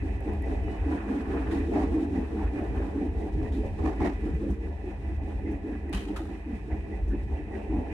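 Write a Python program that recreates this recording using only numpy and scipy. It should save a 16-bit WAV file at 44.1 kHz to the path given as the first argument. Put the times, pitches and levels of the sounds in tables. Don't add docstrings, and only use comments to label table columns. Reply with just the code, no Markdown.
import sys
import numpy as np
from scipy import signal
from scipy.fft import rfft, irfft, next_fast_len
from scipy.io import wavfile
from scipy.ndimage import uniform_filter1d

SR = 44100
rng = np.random.default_rng(int(sys.argv[2]) if len(sys.argv) > 2 else 0)


def unload_audio(sound):
    columns = np.transpose(np.atleast_2d(sound))
    steps = np.round(np.clip(columns, -1, 1) * 32767)
    wavfile.write(sys.argv[1], SR, steps.astype(np.int16))


N = 349696
TAPS = 16384
TIME = np.arange(N) / SR
HZ = np.maximum(np.fft.rfftfreq(TAPS, 1 / SR), 1)
TURN_HZ = 4.7474

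# (time [s], floor rumble [dB], panel roar [dB])
TRACK_LEVELS = [(0.0, -40, -48), (0.65, -36.5, -45.5), (0.92, -34, -44), (1.97, -32, -43.5),
                (2.2, -34, -46.5), (2.85, -35.5, -45.5), (3.0, -35.5, -47), (3.15, -38.5, -48.5),
                (3.55, -35, -48.5), (3.7, -39.5, -48.5), (3.9, -33.5, -41), (4.2, -38.5, -52),
                (4.5, -34.5, -52), (4.75, -45, -50), (6.0, -37.5, -49.5), (6.4, -42, -52),
                (7.35, -40.5, -51.5), (7.7, -36.5, -45.5)]
# (time [s], wheel ring [dB], scrape [dB], hiss [dB])
RUB_LEVELS = [(0.0, -53.5, -60, -63.5), (0.75, -52.5, -57.5, -62), (0.95, -54, -48, -60.5),
              (1.3, -54.5, -49, -60.5), (1.45, -53, -45.5, -60), (1.7, -54, -57, -60.5),
              (2.9, -55.5, -52, -62.5), (3.05, -55.5, -60, -63.5), (3.8, -56, -69, -62),
              (3.95, -54, -55, -62), (4.2, -54.5, -60, -64.5), (4.52, -58.5, -61, -62.5),
              (4.7, -58.5, -66.5, -67), (4.95, -55.5, -61.5, -66.5), (7.35, -56.5, -63.5, -66.5),
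              (7.93, -52.5, -63, -64)]


def undb(db):
    return 10 ** (np.asarray(db) / 20)


def pan(db):
    return undb(np.array([[db], [-db]]) / 2)


def curves(table):
    s, *columns = np.transpose(table)
    return [np.interp(TIME, s, column) for column in columns]


def across(points, hz=HZ):
    f, value = np.transpose(points)
    return np.interp(np.log(hz), np.log(f), value)


def resonances(modes):
    power = 0
    for hz, width_hz, db, lean_db in modes:
        peak = undb(db) * pan(lean_db)
        power = power + (peak / (1 + (2 * (HZ - hz) / width_hz) ** 2)) ** 2
    return np.sqrt(power)


def ring(x, gain):
    cepstrum = irfft(np.log(np.atleast_2d(gain) + 1e-9))
    cepstrum[:, 1:TAPS // 2] *= 2
    cepstrum[:, TAPS // 2 + 1:] = 0
    response = irfft(np.exp(rfft(cepstrum)))
    power = np.sum(response ** 2) / len(response)
    return signal.oaconvolve(x, response / np.sqrt(power), axes=1)[:, :N]


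def noise():
    # (frequency [Hz], correlation [-1 to 1])
    likeness = [(70, 0.98), (150, 0.92), (330, 0.95), (450, 0.64), (580, 0.58), (680, 0.77), (850, 0.79),
                (1050, -0.034), (1800, 0.053), (2250, -0.65), (3100, 0.33), (4600, -0.33), (6000, 0.14),
                (8000, 0.0022)]
    size = next_fast_len(N)
    hz = np.maximum(np.fft.rfftfreq(size, 1 / SR), 1)
    alike = np.clip(across(likeness, hz), -1, 1)
    shares = np.sqrt([(1 + alike) / 2, (1 - alike) / 2])
    mid, side = rfft(rng.standard_normal((2, size))) * shares
    return irfft(np.array([mid + side, mid - side]), size)[:, :N]


def walk(rate_hz):
    k = max(int(SR / rate_hz), 1)
    held = np.repeat(rng.standard_normal(N // k + 1), k)
    y = uniform_filter1d(held, k)[:N]
    return y / y.std()


def steady(x, span_s):
    k = max(int(span_s * SR), 1)
    power = uniform_filter1d(uniform_filter1d(np.mean(x ** 2, axis=0), k), k)
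    return x / np.sqrt(power + 1e-12)


def burst(s, rise_s, hold_s, t60_s):
    out = np.zeros(N)
    live = slice(*np.searchsorted(TIME, [s, s + hold_s + 2 * t60_s]))
    age = TIME[live] - s
    decay = np.exp(-np.log(1000) * np.maximum(age - hold_s, 0) / t60_s)
    out[live] = np.clip(age / rise_s, 0, 1) * decay
    return out


def band(force, hz, width_hz):
    out, live = np.zeros(N), force > 0
    low = signal.butter(2, np.clip(width_hz / 2, 2, 5000), fs=SR, output="sos")
    own_rng = np.random.default_rng(rng.integers(2 ** 31))
    chance = own_rng.standard_normal((live.sum(), 2)).T
    a, b = steady(signal.sosfilt(low, chance), span_s=1.3 / width_hz)
    angle = 2 * np.pi * np.cumsum(np.broadcast_to(hz, N)[live]) / SR
    out[live] = force[live] * (a * np.cos(angle) + b * np.sin(angle))
    return out


def ripple(depth_db, spacing_hz):
    knots = np.arange(0, SR / 2, spacing_hz)
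    heights = rng.standard_normal((2, 4096))[:, :len(knots)]
    return undb(depth_db * np.array([np.interp(HZ, knots, row) for row in heights]))


def wheel_swell(lag_s):
    first_turn_s, gain_hz_per_s = 0.0786, 0.0185
    dip_sharpness = 0.067
    age = TIME - lag_s - first_turn_s
    angle = 2 * np.pi * (TURN_HZ * age + .5 * gain_hz_per_s * age ** 2)
    return np.cos(angle) - dip_sharpness * np.cos(2 * angle)


def fittings():
    # (time [s], level before a 10 dB cut [dB])
    tick_table = [(0.2064, -46), (.335, -47), (0.423, -46), (5.895, -45)]
    # (time [s], level [dB])
    chink_table = [(3.425, -77), (3.655, -73), (3.85, -68), (4.34, -71), (4.5, -64), (5.51, -69),
                   (6.16, -59), (7.078, -67.5), (7.345, -83)]
    ticks = sum(undb(db - 10.0) * burst(s, rise_s=.0003, hold_s=0.00091, t60_s=.006) for s, db in tick_table)
    chinks = sum(undb(db) * burst(s, rise_s=.004, hold_s=0.011, t60_s=.15) for s, db in chink_table)
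    # (frequency [Hz], width [Hz], level [dB], left minus right [dB])
    tick_modes = [(8500, 6000, -2, 16), (11200, 5000, 0, 8.7)]
    chink_modes = [(6100, 1300, 0, 0), (8600, 2500, -5, 0), (12100, 1100, -4, 0)]
    return ring(noise() * ticks, resonances(tick_modes)) + ring(noise() * chinks, resonances(chink_modes))


def squeal():
    level_db, flutter_db, pitch_hz, waver_hz = -62.5, 2.5, 2940, 8
    tone = np.sin(2 * np.pi * np.cumsum(pitch_hz + waver_hz * walk(60)) / SR)
    swell = burst(0.62, rise_s=.06, hold_s=0.12, t60_s=.35)
    return undb(level_db + flutter_db * walk(50)) * swell * tone * pan(8.2)


def squeaks():
    # (time [s], level before a 3.5 dB cut [dB], hold [s], mid pitch [Hz], width [Hz])
    rubs = [(0.42, -49.5, .029, 1965, 70), (2.141, -54, 0.055, 1932, 199.7),
            (2.392, -55, 0.09, 1750, 899.6), (2.772, -55, .025, 1680, 249),
            (3.194, -52.5, 0.038, 1970, 130), (3.445, -48, .024, 1954, 160.2),
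            (4.303, -56, .027, 1940, 180), (5.451, -52.5, .045, 1983, 240.4),
            (5.684, -55, 0.071, 1751, 299.1), (5.872, -53, .025, 1975, 140),
            (6.336, -59, 0.016, 1985, 159.6), (6.69, -54, .04, 1927, 500), (6.912, -49.5, 0.028, 1970, 130),
            (7.095, -54.5, 0.044, 1650, 300), (7.126, -57, 0.031, 2480, 349.6),
            (7.35, -57, 0.024, 2620, 300), (7.51, -50, 0.042, 1954, 151), (7.52, -56, 0.056, 1700, 350),
            (7.54, -58, .11, 2520, 398.6)]
    sag_hz_per_s, rough_db = 300, 2
    out = 0
    for s, db, hold_s, hz, width_hz in rubs:
        pitch_hz = hz - sag_hz_per_s * (np.clip(TIME - s, 0, 2 * hold_s) - hold_s / 2)
        force = undb(db) * burst(s, rise_s=0.02, hold_s=hold_s, t60_s=0.09)
        out = out + band(force, pitch_hz, width_hz)
    return out * undb(rough_db * walk(160) - 3.5) * pan(-11.5)


def clanks(walls):
    # (time [s], level before fixed cuts [dB], rattle [s], tail t60 / 2.26 [s],
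    #           brightness [dB per octave], pitch [Hz], ring re level [dB], clang [dB])
    strikes = [(1.511, -39, 0.0097, 0.37, -1.7, 1781, -10, -47),
               (3.519, -52, 0.044, 0.48, -0.3, 3750, -20, -66),
               (4.012, -48.5, 0.072, 0.24, -2.5, 2000, -1, -49),
               (5.927, -37, 0.0036, 0.33, 0.2, 2694, -9, -50),
               (5.941, -40.5, 0.0031, 0.29, 0.5, 2895, -12, -46),
               (5.972, -52, 0.014, 0.43, -2, 3170, -8, -54),
               (6.159, -42.5, 0.016, 0.3, 0.5, 1264, -4, -44.5)]
    # (frequency [Hz], level [dB])
    clank_colour = [(200, -2.5), (760, 3.5), (1050, 6), (1400, 4.5), (2100, 1), (2900, 0), (4000, -2),
                    (5200, -9.5), (8800, -10.5), (11000, -14), (12500, -24), (14000, -20)]
    # (frequency [Hz], width [Hz], level [dB], left minus right [dB])
    iron_modes = [(727, 45, 0, 0), (849, 50, -2, 1), (1156, 81, -1, -3), (1270, 130, -1, 1),
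                  (1390, 110, -3, 2), (1776, 120, 1, -2), (1880, 120, 0, -13), (2020, 110, -11, -7),
                  (2490, 170, -2.5, -5), (2940, 260, -8, -7), (3180, 220, -3, -3), (3740, 280, -7.5, 3)]
    focus_db = 19.5
    out = 0
    chatter = noise() * undb(2.5 * walk(300) - .6)
    iron = resonances(iron_modes)
    for s, db, rattle_s, t60_s, bright_db, hz, ring_db, clang_db in strikes:
        blow = burst(s, rise_s=.001, hold_s=rattle_s, t60_s=.08)
        tail = burst(s, rise_s=0.005, hold_s=rattle_s, t60_s=2.26 * t60_s)
        colour = undb(across(clank_colour) + bright_db * np.log2(HZ / 3000)) * walls
        rings = iron * undb(-focus_db * np.abs(np.log2(HZ / hz)))
        out = out + ring(chatter * (blow + .5 * tail) * undb(db - 5.5), colour)
        out = out + ring(chatter * (blow + .6 * tail) * undb(db + ring_db - 3), rings)
        clang = band(burst(s, rise_s=.004, hold_s=rattle_s, t60_s=0.1), hz, width_hz=350)
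        out = out + undb(clang_db) * clang * pan(-8)
    return out * pan(0.96)


def thuds():
    # (time [s], level [dB], pitch [Hz])
    shoves = [(1.525, -24, 58), (1.58, -25, 47.94), (2.425, -24, 57.6), (3.645, -24, 58),
              (4.329, -24.5, 66.4), (4.489, -23.5, 65.66), (5.345, -28, 56.04), (5.945, -23, 52.02),
              (6.181, -30, 53), (6.905, -28, 66), (7.005, -22, 51.85), (7.079, -25.5, 46.7),
              (7.315, -27, 54.97)]
    out = 0
    for s, db, hz in shoves:
        swing = np.sin(2 * np.pi * hz * (TIME - s))
        out = out + undb(db) * burst(s, rise_s=0.013, hold_s=0.033, t60_s=0.17) * swing
    return out


def knocks():
    # (time [s], level [dB], hold [s], pitch [Hz])
    blows = [(1.344, -41, .025, 780), (1.757, -32.5, 0.028, 677), (2.165, -35.5, .03, 193),
             (2.391, -43.5, 0.028, 861), (2.6, -41.5, .03, 670.5), (2.79, -43, .03, 543),
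             (3.345, -36, 0.021, 180), (3.63, -41, 0.038, 543), (4.002, -37.5, 0.022, 791),
             (4.327, -35, .035, 165.3), (4.43, -42, 0.05, 479), (4.487, -33, .04, 202.9),
             (5.18, -49, .035, 740), (5.68, -46, .03, 485.3), (5.928, -36, 0.046, 184),
             (6.189, -47, 0.025, 725.6), (6.517, -38, .025, 210), (6.7, -45.5, 0.039, 763),
             (6.91, -41, 0.018, 392), (7.131, -36.5, 0.021, 384.5), (7.72, -44.5, .03, 752),
             (7.755, -37.5, 0.032, 195)]
    out = 0
    for s, db, hold_s, hz in blows:
        force = undb(db) * burst(s, rise_s=0.0045, hold_s=hold_s, t60_s=0.11)
        out = out + band(force, hz, width_hz=0.23 * hz)
    return out


def jolts(walls):
    # (time [s], level [dB], rise [s], hold [s], brightness [dB per octave])
    bumps = [(1.519, -35.5, 0.004, 0.03, -.5), (1.731, -32.5, 0.014, 0.11, 0.5),
             (3.778, -34.5, .012, 0.039, -2.5), (3.832, -32.5, 0.015, 0.061, 0.5),
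             (3.997, -27.5, 0.007, 0.031, -.5), (4.041, -32.5, .006, 0.036, 1.5)]
    # (frequency [Hz], level [dB])
    jolt_colour = [(90, -10), (200, 0), (300, 5.5), (400, 7), (520, -9), (740, -5.5), (1100, -10.5),
                   (1500, -23.5), (1950, -20), (2500, -25), (3200, -35.5), (4500, -37), (9000, -46),
                   (14000, -59)]
    out = 0
    lean_db = across([(700, 1.5), (1300, -5.0), (2000, -8.0), (2600, -6), (4000, 2.5)])
    colour = undb(across(jolt_colour) + np.array([[1], [-1]]) * lean_db / 2) * walls
    batter = noise() * undb(3.5 * walk(160))
    for s, db, rise_s, hold_s, bright_db in bumps:
        tilt = undb(bright_db * np.log2(np.minimum(HZ, 2000) / 400))
        shake = steady(ring(batter, colour * tilt), span_s=0.0081)
        out = out + shake * undb(db) * burst(s, rise_s, hold_s, t60_s=0.29)
    return out


def grit():
    grains_per_s, cycles_per_grain = 130, 8.2
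    grit_db, scrape_weight_db, spread_db = -4, 4, 3.5
    low_hz, high_hz, tilt_db_per_octave = 654, 3000, -6
    out = np.zeros((2, N))
    grinding_db = np.maximum(curves(TRACK_LEVELS)[1], curves(RUB_LEVELS)[1] + scrape_weight_db)
    level_db = grinding_db + grit_db + 2.1 * wheel_swell(lag_s=.014)
    for when, pitch, size, side in rng.random((int(grains_per_s * N / SR), 4)):
        i = int(when * N)
        hz = low_hz * (high_hz / low_hz) ** pitch
        length = min(int(2 * cycles_per_grain * SR / hz), N - i)
        cycles = hz * TIME[:length]
        size_db = -spread_db * np.log(max(size, .03))
        db = level_db[i] + size_db + tilt_db_per_octave * np.log2(hz / low_hz)
        grain = np.sin(2 * np.pi * cycles) * undb(-30 * cycles / cycles_per_grain)
        out[:, i:i + len(grain)] += undb(db) * grain * pan(16 * (side - .6))
    return out


def rubbing(walls):
    # (frequency [Hz], width [Hz], level [dB], left minus right [dB])
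    ring_modes = [(1752, 204, 1.5, -7), (1973, 125, 7, -7.5), (2110, 560, -5, -5), (2483, 330, 3, -5.5),
                  (2560, 430, -8, 3.5)]
    scrape_modes = [(1077, 330, 2.5, -0.5), (1510, 580, -1, -1.5), (1760, 390, -7.5, -3.5),
                    (2360, 910, -9.5, -2.5)]
    # (frequency [Hz], level [dB])
    hiss_colour = [(500, -28), (1200, 6), (2500, 7), (3200, 6.5), (4000, 4.5), (4700, 0), (6000, 0.5),
                   (6600, -3), (8600, -1.5), (10500, -7.5), (12000, -11.5), (14500, -19.5)]
    # (frequency [Hz], left minus right [dB])
    hiss_lean = [(2800, -0.5), (4500, 3), (6200, 0), (8000, 6.5), (10500, 2.5), (12000, 1)]
    ring_db, scrape_db, hiss_db = curves(RUB_LEVELS)
    swell = wheel_swell(lag_s=0.014)
    wheel_force = noise() * undb(ring_db + 1.3 * swell + 1.8 * walk(30))
    wheels = ring(wheel_force, resonances(ring_modes) * walls)
    scrape_force = noise() * undb(scrape_db + 2.0 * swell + 2.7 * walk(60))
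    scrape = ring(scrape_force, resonances(scrape_modes) * walls)
    lean = undb(np.array([[1], [-1]]) / 2 * across(hiss_lean))
    hiss_force = noise() * undb(hiss_db + 1.77 * swell + 1.3 * walk(40))
    hiss = ring(hiss_force, undb(across(hiss_colour)) * lean * walls)
    return wheels + scrape + hiss


def surges():
    # (time [s], level [dB], hold [s], mid pitch [Hz])
    patches = [(0.021, -36, 0.048, 291), (0.444, -39, 0.085, 302), (0.856, -32, .11, 285),
               (1.09, -30.5, .11, 280), (1.284, -36, .15, 305), (1.516, -29, 0.087, 299.6),
               (1.656, -31, 0.19, 301.4), (1.921, -28, 0.15, 304), (2.107, -30.5, 0.099, 261.5),
               (2.325, -34.5, 0.098, 305), (2.528, -33, 0.091, 293.7), (2.949, -29, .11, 294.5),
               (3.535, -31.5, 0.061, 280), (3.836, -29.5, 0.045, 315), (3.992, -31.5, 0.11, 305),
               (4.238, -32.5, .055, 319.6), (4.408, -34, 0.089, 319), (4.834, -37, 0.055, 359.4),
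               (5.069, -38, 0.051, 321.3), (5.201, -41, .05, 279), (5.443, -34, 0.1106, 308),
               (5.634, -35.5, 0.13, 297.7), (5.85, -36.5, 0.077, 310), (6.059, -34, .075, 314),
               (6.195, -36, 0.039, 312), (6.29, -40, .045, 322), (6.457, -37, .08, 262),
               (6.661, -39.5, .09, 300.3), (7.117, -34.5, 0.039, 315.5), (7.361, -37.5, .06, 312),
               (7.684, -32.5, .13, 285)]
    sag_hz_per_s = 260
    starts, _, holds, pitches = np.transpose(patches)
    latest = np.maximum(np.searchsorted(starts, TIME) - 1, 0)
    from_middle_s = np.clip(TIME - (starts + holds / 2)[latest], -.1, .1)
    force = sum(undb(db) * burst(s, rise_s=0.0084, hold_s=hold_s, t60_s=.16) for s, db, hold_s, _ in patches)
    return band(force, pitches[latest] - sag_hz_per_s * from_middle_s, width_hz=47.3) * pan(-.6)


def bounce():
    # (time [s], level [dB], hold [s])
    heave_table = [(0.0, -30.5, 0.2), (0.281, -30.5, 0.4), (0.784, -27, 0.048), (1.388, -32.5, 0.29),
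                   (1.832, -30.5, 0.09), (2.052, -35.5, .19), (2.424, -30.5, 0.048), (2.686, -29, 0.13),
                   (3.08, -30, 0.11), (3.326, -29.5, 0.39), (3.793, -28.5, 0.079), (3.985, -25, 0.026),
                   (5.043, -32, 0.15), (5.32, -35.5, 0.16), (6.706, -29, 0.069), (6.99, -32, 0.36),
                   (7.685, -29, 0.092)]
    boom_db, drift_db_per_s, sway_db = -34, -0.19, 2.0
    sway = undb(boom_db + drift_db_per_s * TIME + sway_db * walk(12))
    heaves = sum(undb(db) * burst(s, rise_s=0.015, hold_s=hold_s, t60_s=0.3) for s, db, hold_s in heave_table)
    return np.hypot(sway, heaves)


def body():
    # (frequency [Hz], width [Hz], level [dB], left minus right [dB])
    body_modes = [(51.4, 8.2, 1.5, -1), (63.1, 32.4, -1.5, 0.5), (74.3, 6.1, -1, -1),
                  (98.5, 61, -17.5, -0.5), (136, 70, -26, 3)]
    hum_modes = [(205.85, 9.8, 1.5, 0), (185.5, 18.8, -7.0, 0.0067)]
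    drone = np.sin(2 * np.pi * np.cumsum(75.3 + 0.674 * walk(3.166)) / SR)
    boom = ring(noise(), resonances(body_modes)) + undb(-3.5) * drone
    hum = steady(ring(noise(), resonances(hum_modes)), span_s=0.25)
    hum_level = undb(-47.5 + 2.8 * wheel_swell(lag_s=0.0042))
    return steady(boom, span_s=0.063) * bounce() + hum * hum_level


def rolling():
    # (frequency [Hz], width [Hz], level [dB], left minus right [dB])
    floor_modes = [(176.6, 28, -13, -1), (207.8, 9.4, -1, -1), (233, 74, -9, 0.16), (272, 24.3, 0.5, -2),
                   (306.4, 37, -2, 0), (319.9, 19.5, 0.5, -0.27), (345, 104, -9.5, -1),
                   (389.2, 17.3, -0.5, 1.3), (422.8, 30.5, -2.5, 0), (457.6, 14.5, -2.5, 2.2)]
    panel_modes = [(507, 71, -1.5, 3), (543.4, 34, 2.5, -2.5), (585, 35, 1.5, -1), (590, 43, -12.5, 1),
                   (673.4, 32, 3.5, 11.5), (708, 27, -2, -14), (765.5, 39, 1.5, -1), (796, 155, 0.5, -3.5),
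                   (869, 12.5, 0, 7.5), (904, 52, -5, -8), (985, 23, -0.5, 2), (1090, 186, -18.5, -4.5)]
    turn_scatter_db = 1.17
    rumble_db, roar_db = curves(TRACK_LEVELS) + turn_scatter_db * walk(TURN_HZ)
    floor = steady(ring(noise(), resonances(floor_modes)), span_s=.06) * undb(1.2 * walk(30))
    rumble = floor * undb(rumble_db + 3.46 * wheel_swell(lag_s=-0.0035) - 0.78)
    shaking_db = roar_db + 2.3 * wheel_swell(lag_s=0.013) + 2.07 * walk(45) + 0.08
    roar = ring(noise() * undb(shaking_db), resonances(panel_modes))
    return rumble + roar


def scene():
    walls = ripple(depth_db=2.5, spacing_hz=39.91)
    running = body() + rolling() + surges() + grit() + rubbing(walls) + squeaks() + squeal()
    return running + jolts(walls) + knocks() + clanks(walls) + thuds() + fittings()


def record(dry):
    high_pass = signal.butter(3, 30, "high", fs=SR, output="sos")
    thinned = signal.sosfiltfilt(high_pass, dry)
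    top_cut = signal.ellip(10, .2, 80, 14300, fs=SR, output="sos")
    return signal.sosfilt(top_cut, thinned)


dry = scene()
out = record(dry)
unload_audio(out)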